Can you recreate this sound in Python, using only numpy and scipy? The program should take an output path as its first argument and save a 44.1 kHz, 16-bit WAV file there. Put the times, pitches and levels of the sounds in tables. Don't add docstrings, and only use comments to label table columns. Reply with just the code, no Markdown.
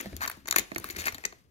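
import sys
import numpy as np
from scipy import signal
from scipy.fft import rfft, irfft
from scipy.io import wavfile

SR = 44100
rng = np.random.default_rng(int(sys.argv[2]) if len(sys.argv) > 2 else 0)


def unload_wav(signal):
    wavfile.write(
        sys.argv[1],
        SR,
        np.round(np.clip(np.atleast_2d(signal).T, -1, 1) * 32767).astype(np.int16),
    )


N = 66150
LAG_S = 0.00032
# (time [s], rub level [dB], bump level [dB])
HANDS = [(0.0, -35, -32), (0.021, -43.5, -59), (0.151, -52.5, -41.5), (0.212, -51.5, -52),
         (0.312, -46.5, -57.5), (0.438, -60, -58.5), (0.48, -58, -57), (0.6, -41, -46), (0.66, -52, -74),
         (0.792, -52, -44), (0.836, -45.5, -56), (0.948, -50, -56), (0.985, -41, -47.5),
         (1.102, -39.5, -48), (1.114, -48.5, -58.5), (1.378, -61, -66.5), (1.47, -71.5, -69),
         (1.5, -73.5, -69)]


def amp(db):
    return 10 ** (np.asarray(db) / 20)


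def unit_rms(x):
    return x / np.sqrt(np.mean(x ** 2) + 1e-20)


def at_hz(curve, hz):
    frequencies, values = np.transpose(curve)
    return np.interp(np.log(hz), np.log(frequencies + 1), values)


def drift(corner_hz):
    step = 40
    pole = np.exp(-2 * np.pi * corner_hz * step / SR)
    slow = signal.lfilter([1], [1, -2 * pole, pole ** 2], rng.standard_normal(N // step + 502))[500:]
    return np.interp(np.arange(N) / step, np.arange(len(slow)), unit_rms(slow))


def pair(shared, own, coherence):
    return np.array([shared, coherence * shared + np.sqrt(1 - coherence ** 2) * own])


def butter(x, order, hz, kind):
    return signal.sosfilt(signal.butter(order, hz, kind, fs=SR, output="sos"), x)


def ring(force, hz, t60):
    r, w = amp(-60 / (t60 * SR)), 2 * np.pi * hz / SR
    return signal.lfilter([0, np.sin(w)], [1, -2 * r * np.cos(w), r * r], force + 1e-18)


def banded_noise(spectrum, flicker_db, coherence):
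    out, together = 0, drift(38)
    bottom, top = spectrum[0][0], spectrum[-1][0]
    edges = bottom * 2 ** np.arange(0, np.log2(top / bottom) + .1, 1 / 3)
    white = rng.standard_normal((2, 2, N))
    for k, (low, high) in enumerate(zip(edges, edges[1:])):
        band = butter(white[k % 2], 2, [low, high], "band")
        db = at_hz(spectrum, np.sqrt(low * high)) + flicker_db * (together + 0.72 * drift(17))
        out = out + amp(db) * pair(*band, coherence)
    return unit_rms(out)


def finger_rub(gain_db=-5):
    # (frequency [Hz], relative density [dB])
    spectrum = [(88, -46), (150, -26.5), (222, -14.5), (448, -19), (504, -6.5), (730, -13), (905, -12),
                (1900, -7.5), (3100, -13.5), (4240, -13), (9260, -21.5), (14500, -18), (16000, -30)]
    times, rub_db, _ = np.transpose(HANDS)
    envelope = amp(gain_db + np.interp(np.arange(N) / SR, times, rub_db))
    return envelope * banded_noise(spectrum, flicker_db=1.2, coherence=0.55)


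def low_bumps(gain_db=-0.8):
    # (frequency [Hz], relative density [dB])
    spectrum = [(15, -51), (25, -6), (75, 9.5), (156, -5), (188, 2), (222, -7.5), (300, 7), (390, -26),
                (660, -120)]
    times, _, bump_db = np.transpose(HANDS)
    envelope = amp(gain_db + np.interp(np.arange(N) / SR, times, bump_db))
    return envelope * banded_noise(spectrum, flicker_db=4.5, coherence=0.94)


def room_tone():
    # (frequency [Hz], relative density [dB])
    spectrum = [(24, -32), (40, 2), (87, -10.5), (237, -14.5), (283, -44.5), (354, -19.5), (1410, -39.5),
                (2210, -48), (16000, -48.5)]
    return amp(-65) * banded_noise(spectrum, flicker_db=0, coherence=0.45)


def clicks():
    # (time [s], energy of thud, knock, hollow, wall, rib, edge, tick [dB each],
    # place [1 left, -1 right], fade [ms])
    impacts = [(0.001, -27, -23, -23, -8, -43, -15.5, -35, 0.96, 4),
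               (0.0095, -18.5, -30, -29, -17, -37, -18, -10.5, 0.9, 1.06),
               (0.027, -20.5, -39.5, -46, -38.0, -42.0, -47, -47, 0.57, 0.89),
               (0.045, -47, -27, -35, -47, -40, -47, -48.0, -0.1, 0.34),
               (0.057, -14.5, -20, -39, -19.5, -29, -36.5, -32, -0.38, 1.6),
               (0.128, -19, -27.5, -36, -30, -37, -51, -45, -0.13, 2.1),
               (0.165, -21, -51.0, -53, -27, -19.5, -16.5, -14, 1, 0.79),
               (0.172, -46, -34, -54, -47, -32, -29, -28, 0.82, 0.99),
               (0.206, -35, -23, -17, -12.5, -21, -28, -24, 0.89, 3.3),
               (0.26, -32, -21, -18, -14, -35, -24, -17.5, 0, 0.9),
               (0.2755, -23.5, -40, -6, -9.5, -11, -8, -8.5, 0.82, 3.1),
               (0.298, -38, -25, -12.5, -17, -24, -30, -10.5, 0, 1),
               (0.313, -35, -29, -38, -16, -23, -22, -19, 0.77, 3.1),
               (0.37, -24, -32, -51, -51, -50, -49, -32, 0.87, 1.4),
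               (0.456, -28.5, -27.5, -24, -21, -31, -26, -43, 0.89, 2.4),
               (0.4725, -38, -33, -24, -25, -27, -14, -23, 0.55, 1.2),
               (0.4795, -28, -32, -15, -24, -20.5, -20, -17.5, 0, 0.96),
               (0.4845, -19, -17.5, -17, -8.5, -10.5, -10, -11.5, 1, 1.2),
               (0.4995, -48, -44, -28, -25, -31, -35, -23, 0.84, 0.41),
               (0.5095, -43, -39, -14, -11, -3, 4, -2.5, 0.84, 1.16),
               (0.5245, -21, -17, -4, -5.5, -6, -6, -8.5, 0.9, 1.4),
               (0.5405, -41, -20.5, -12, -26, -43, -44, -37, 0.12, 1.2),
               (0.56, -6, -8.5, 5, 7, -3, 3.5, 4, 0.91, 1.95),
               (0.583, -10, -10.5, -28, 4, -3.5, 0, 3.5, 0.91, 2.7),
               (0.594, -39, -44, -21, -23, -13.5, -1.5, -15, 1, 0.72),
               (0.717, -16.5, -24, -19, -14, -32.5, -34, -39, -0.83, 0.52),
               (0.747, -56, -48, -44, -42, -23, -21.5, -29, 0.86, 1),
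               (0.76, -18, -24, -13, -6, -22, -27, -24, -0.82, 1.2),
               (0.781, -21, -41, -14.5, -29, -19.5, -12.5, -10, 0.76, 2),
               (0.799, -22, -30, -45, -35, -39, -26, -20.5, 0.56, 0.96),
               (0.842, -23, -25.5, -11, -17.5, -19, -23, -9.5, 0.16, 1.1),
               (0.887, -40.0, -33, -27, -16, -26, -34, -19, 0.85, 2.3),
               (0.8995, -17.5, -26.5, -27, -13.5, -13, -22, -19, 1, 1.8),
               (0.904, -25, -33.5, -31, -14.5, -18, -12.5, -12, 0.99, 6.1),
               (0.924, -49, -51, -38, -27, -44, -25, -25, 1, 3.8),
               (0.949, -24, -37.5, -42, -19.5, -40, -50.5, -42, 1, 0.74),
               (0.961, -23, -37.5, -37, -13, -16, -33, -25, 1, 2.5),
               (0.965, -14.5, -41.5, -32, -14, -22, -14.5, -14.5, 0.97, 1.9),
               (0.986, -18, -45.5, -21, -14, -29.5, -20, -19, 1, 1.8),
               (0.998, -28, -33, -30.5, -22, -15.5, -16, -17, 0.66, 1.7),
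               (1.006, -40, -41, -25, -17, -16, -20, -28, 0.92, 1.4),
               (1.017, -45, -37, -26, -12.5, -18.5, -23, -19, 1, 2.6),
               (1.0395, -31, -23, -39, -11.5, -32, -23, -21.5, 0.96, 1.2),
               (1.054, -18, -37, -38, -12, -12.5, -23, -22, 1, 1.7),
               (1.057, -43, -41.5, -39, -33, -33.5, -9.5, -10.5, 0.85, 1.2),
               (1.063, -18, -14.5, -8, -11, -18, -9, -18, 1, 3.9),
               (1.069, -23, -21.5, -10.5, -1, -14, -29, -7, 0.87, 3.9),
               (1.081, -18, -25, -6, 0.5, -11, -11, -16, 0.93, 1.7),
               (1.088, -38, -35, -30, -12, -20, -14.5, -19, 1, 1.5),
               (1.122, -31.5, -26.5, -25, -19, -27, -22, -21, 0.67, 2.9),
               (1.144, -33, -25, -22, -17.5, -13.5, -18, -16.5, 0.92, 4.9),
               (1.181, -26.5, -25, -26.5, -19, -29, -22.5, -28, 0.94, 1.7),
               (1.238, -27.5, -22, -29, -12, -26.5, -25, -33, 0.93, 1.3),
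               (1.25, -31, -18.5, -29, -2, -24, -28, -24, 1, 0.49),
               (1.2525, -17, -16, -13.5, -17.5, -15, 0, -17.5, 0.82, 0.56),
               (1.256, -34, -27.5, -33, -20, -15, -20, -18, 0.49, 0.33),
               (1.262, -51, -36, -29, -22, -26, -20, -27, 0.86, 1.5),
               (1.324, -29, -23, -23.5, -23.5, -31.5, -35, -40, .8, 1.8)]
    return [(*contact, 0, fade_ms) for *contact, fade_ms in impacts]


def shell(contacts, rise_ms=0.73, spread_db=2):
    # (frequency [Hz], relative level [dB], T60 [s])
    parts = [
        [(193.3, -5, 0.11), (248, -0.5, 0.015), (340.4, 6, 0.034), (423, 0, 0.02)],
        [(515, -2, 0.018), (670, 1.5, 0.028), (852, -1.5, 0.023)],
        [(942, -8.5, 0.0065), (1165, -4, 0.0133), (1590, 0, 0.007)],
        [(1816, 4, 0.024), (2121, 5.5, 0.012), (2488, -2.5, 0.012)],
        [(3146, -1.5, 0.03), (3734, 3.5, 0.014), (4415, 11, 0.008)],
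        [(5623, -1, 0.019), (6220, 5, 0.0078), (6990, 9, 0.0061)],
        [(10120, 1.5, 0.0035), (11200, 6.5, 0.0037), (12670, 10, 0.0015), (14800, 5.5, 0.0069)],
    ]
    # (frequency [Hz], coherence [0 to 1])
    coherence = [(150, .97), (2500, .97), (6000, .82), (15000, .5)]
    # (frequency [Hz], left minus right [dB])
    shadow = [(200, 6.5), (380, 6.5), (700, 15), (1290, 2.5), (2380, 4), (4400, 8), (8120, 9), (15000, 6)]
    starts, *energies_db, places, hold_ms, fade_ms = np.transpose(contacts)[:, :, None, None]
    burst_len, ring_len = 2600, 4000
    ms = 1000 * np.arange(burst_len) / SR
    envelope = (1 - np.exp(-ms / rise_ms)) * np.exp(-np.maximum(ms - hold_ms, 0) / fade_ms)
    ringing = 0
    for modes, energy_db in zip(parts, energies_db):
        part = 0
        for hz, db, t60 in modes:
            noise = rng.standard_normal((2, len(contacts), burst_len))
            touches = pair(*noise, at_hz(coherence, hz)).swapaxes(0, 1)
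            force = np.pad(envelope * touches, [(0, 0), (0, 0), (0, ring_len - burst_len)])
            mode = ring(force, hz, t60)
            mode /= np.linalg.norm(mode, axis=2, keepdims=True)
            mode_db = db + spread_db * rng.standard_normal(starts.shape)
            shadow_db = places * [[0], [at_hz(shadow, hz)]]
            part = part + amp(mode_db - shadow_db) * mode
        part = butter(part, 2, [modes[0][0] / 1.25, min(modes[-1][0] * 1.25, 18000)], "band")
        part /= np.linalg.norm(part[:, :1], axis=2, keepdims=True)
        ringing = ringing + amp(energy_db) * part
    out = np.zeros((2, N + 2 * ring_len))
    for start, place, sound in zip(starts.flat, places.flat, ringing):
        for side, delay in enumerate([0, place * LAG_S]):
            i = round(max(start + delay, 0) * SR)
            out[side, i:i + ring_len] += sound[side]
    return out[:, :N]


def reverberation(x, t60=0.28, treble_t60=0.056, gap_s=0.0029):
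    t = np.arange(SR // 2) / SR
    reflections = rng.standard_normal((2, len(t))) * np.clip(t / gap_s - 1, 0, 1)
    low = butter(reflections, 1, 3000, "low")
    tail = low * amp(-60 * t / t60) + (reflections - low) * amp(-60 * t / treble_t60)
    tail /= np.sqrt(np.sum(tail ** 2) / 2)
    return signal.fftconvolve(x.mean(axis=0)[None], tail, axes=1)[:, :N]


def table_thumps(push_s=0.0018, t60_cycles=21):
    # (time [s], frequency [Hz], level [dB])
    thumps = [(.068, 198, -34), (0.13, 78.4, -33.5), (0.373, 200, -46.5), (0.762, 354, -37.5),
              (0.976, 83, -38), (1.15, 277, -44)]
    out, pole = 0, np.exp(-1 / (push_s * SR))
    for start, hz, db in thumps:
        strength = amp(db) * np.hypot(1, 2 * np.pi * hz * push_s)
        impulse = strength * (np.arange(N) == int(start * SR))
        push = signal.lfilter([1 - pole], [1, -pole], impulse + 1e-18)
        out = out + ring(push, hz, t60_cycles / hz)
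    return out


def creak(start_s=0.2146, period_s=0.0071, fade_ms=1.7):
    # (energy of thud, knock, hollow, wall, rib, edge, tick [dB each])
    end_slips = [
        [-38, -24, -5, -17, -21, -32, -33.5],
        [-42, -31.5, -7, -11, -16, -30, -39],
    ]
    slips = np.linspace(*end_slips, 6)
    return [(start_s + period_s * k, *db, 1, 0, fade_ms) for k, db in enumerate(slips)]


def scrapes(fade_ms=10):
    # (time [s], seven energies, thud to tick [dB], place [1 left, -1 right], hold [ms])
    slides = [(.214, -31, -27, -21, -15.5, -11.5, -9, -9.5, 1, 26.5),
              (.564, -31.5, -25, -11, -2.5, -8.5, -7, -9, 1, 22),
              (.586, -17, -32, -23, -11, -8.5, -14, -7, 0.73, 7.5),
              (.846, -21, -31, -36, -18, -25, -23, -18, 1, 26),
              (.982, -25, -32, -30, -10, -9.5, -8, -12, 1, 27),
              (1.056, -16, -26, -13, -4, -13, -16, -27, 0.92, 24)]
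    return [(*slide, fade_ms) for slide in slides]


def lean_left(db):
    return amp([[db / 2], [-db / 2]])


def scene():
    rub, bumps, air = finger_rub(), low_bumps(), room_tone()
    toy = shell(clicks() + creak() + scrapes())
    left, right = lean_left(5.5) * (rub + air) + lean_left(2) * (bumps + table_thumps())
    delay = np.exp(-2j * np.pi * np.fft.rfftfreq(N, 1 / SR) * LAG_S)
    late_right = irfft(rfft(right) * delay, N)
    return np.array([left, late_right]) + toy + amp(-13.5) * reverberation(toy)


def record(dry):
    thinned = butter(dry, 2, 39, "high")
    return signal.sosfilt(signal.cheby2(14, 70, 17100, fs=SR, output="sos"), thinned)


dry = scene()
out = record(dry)
unload_wav(out)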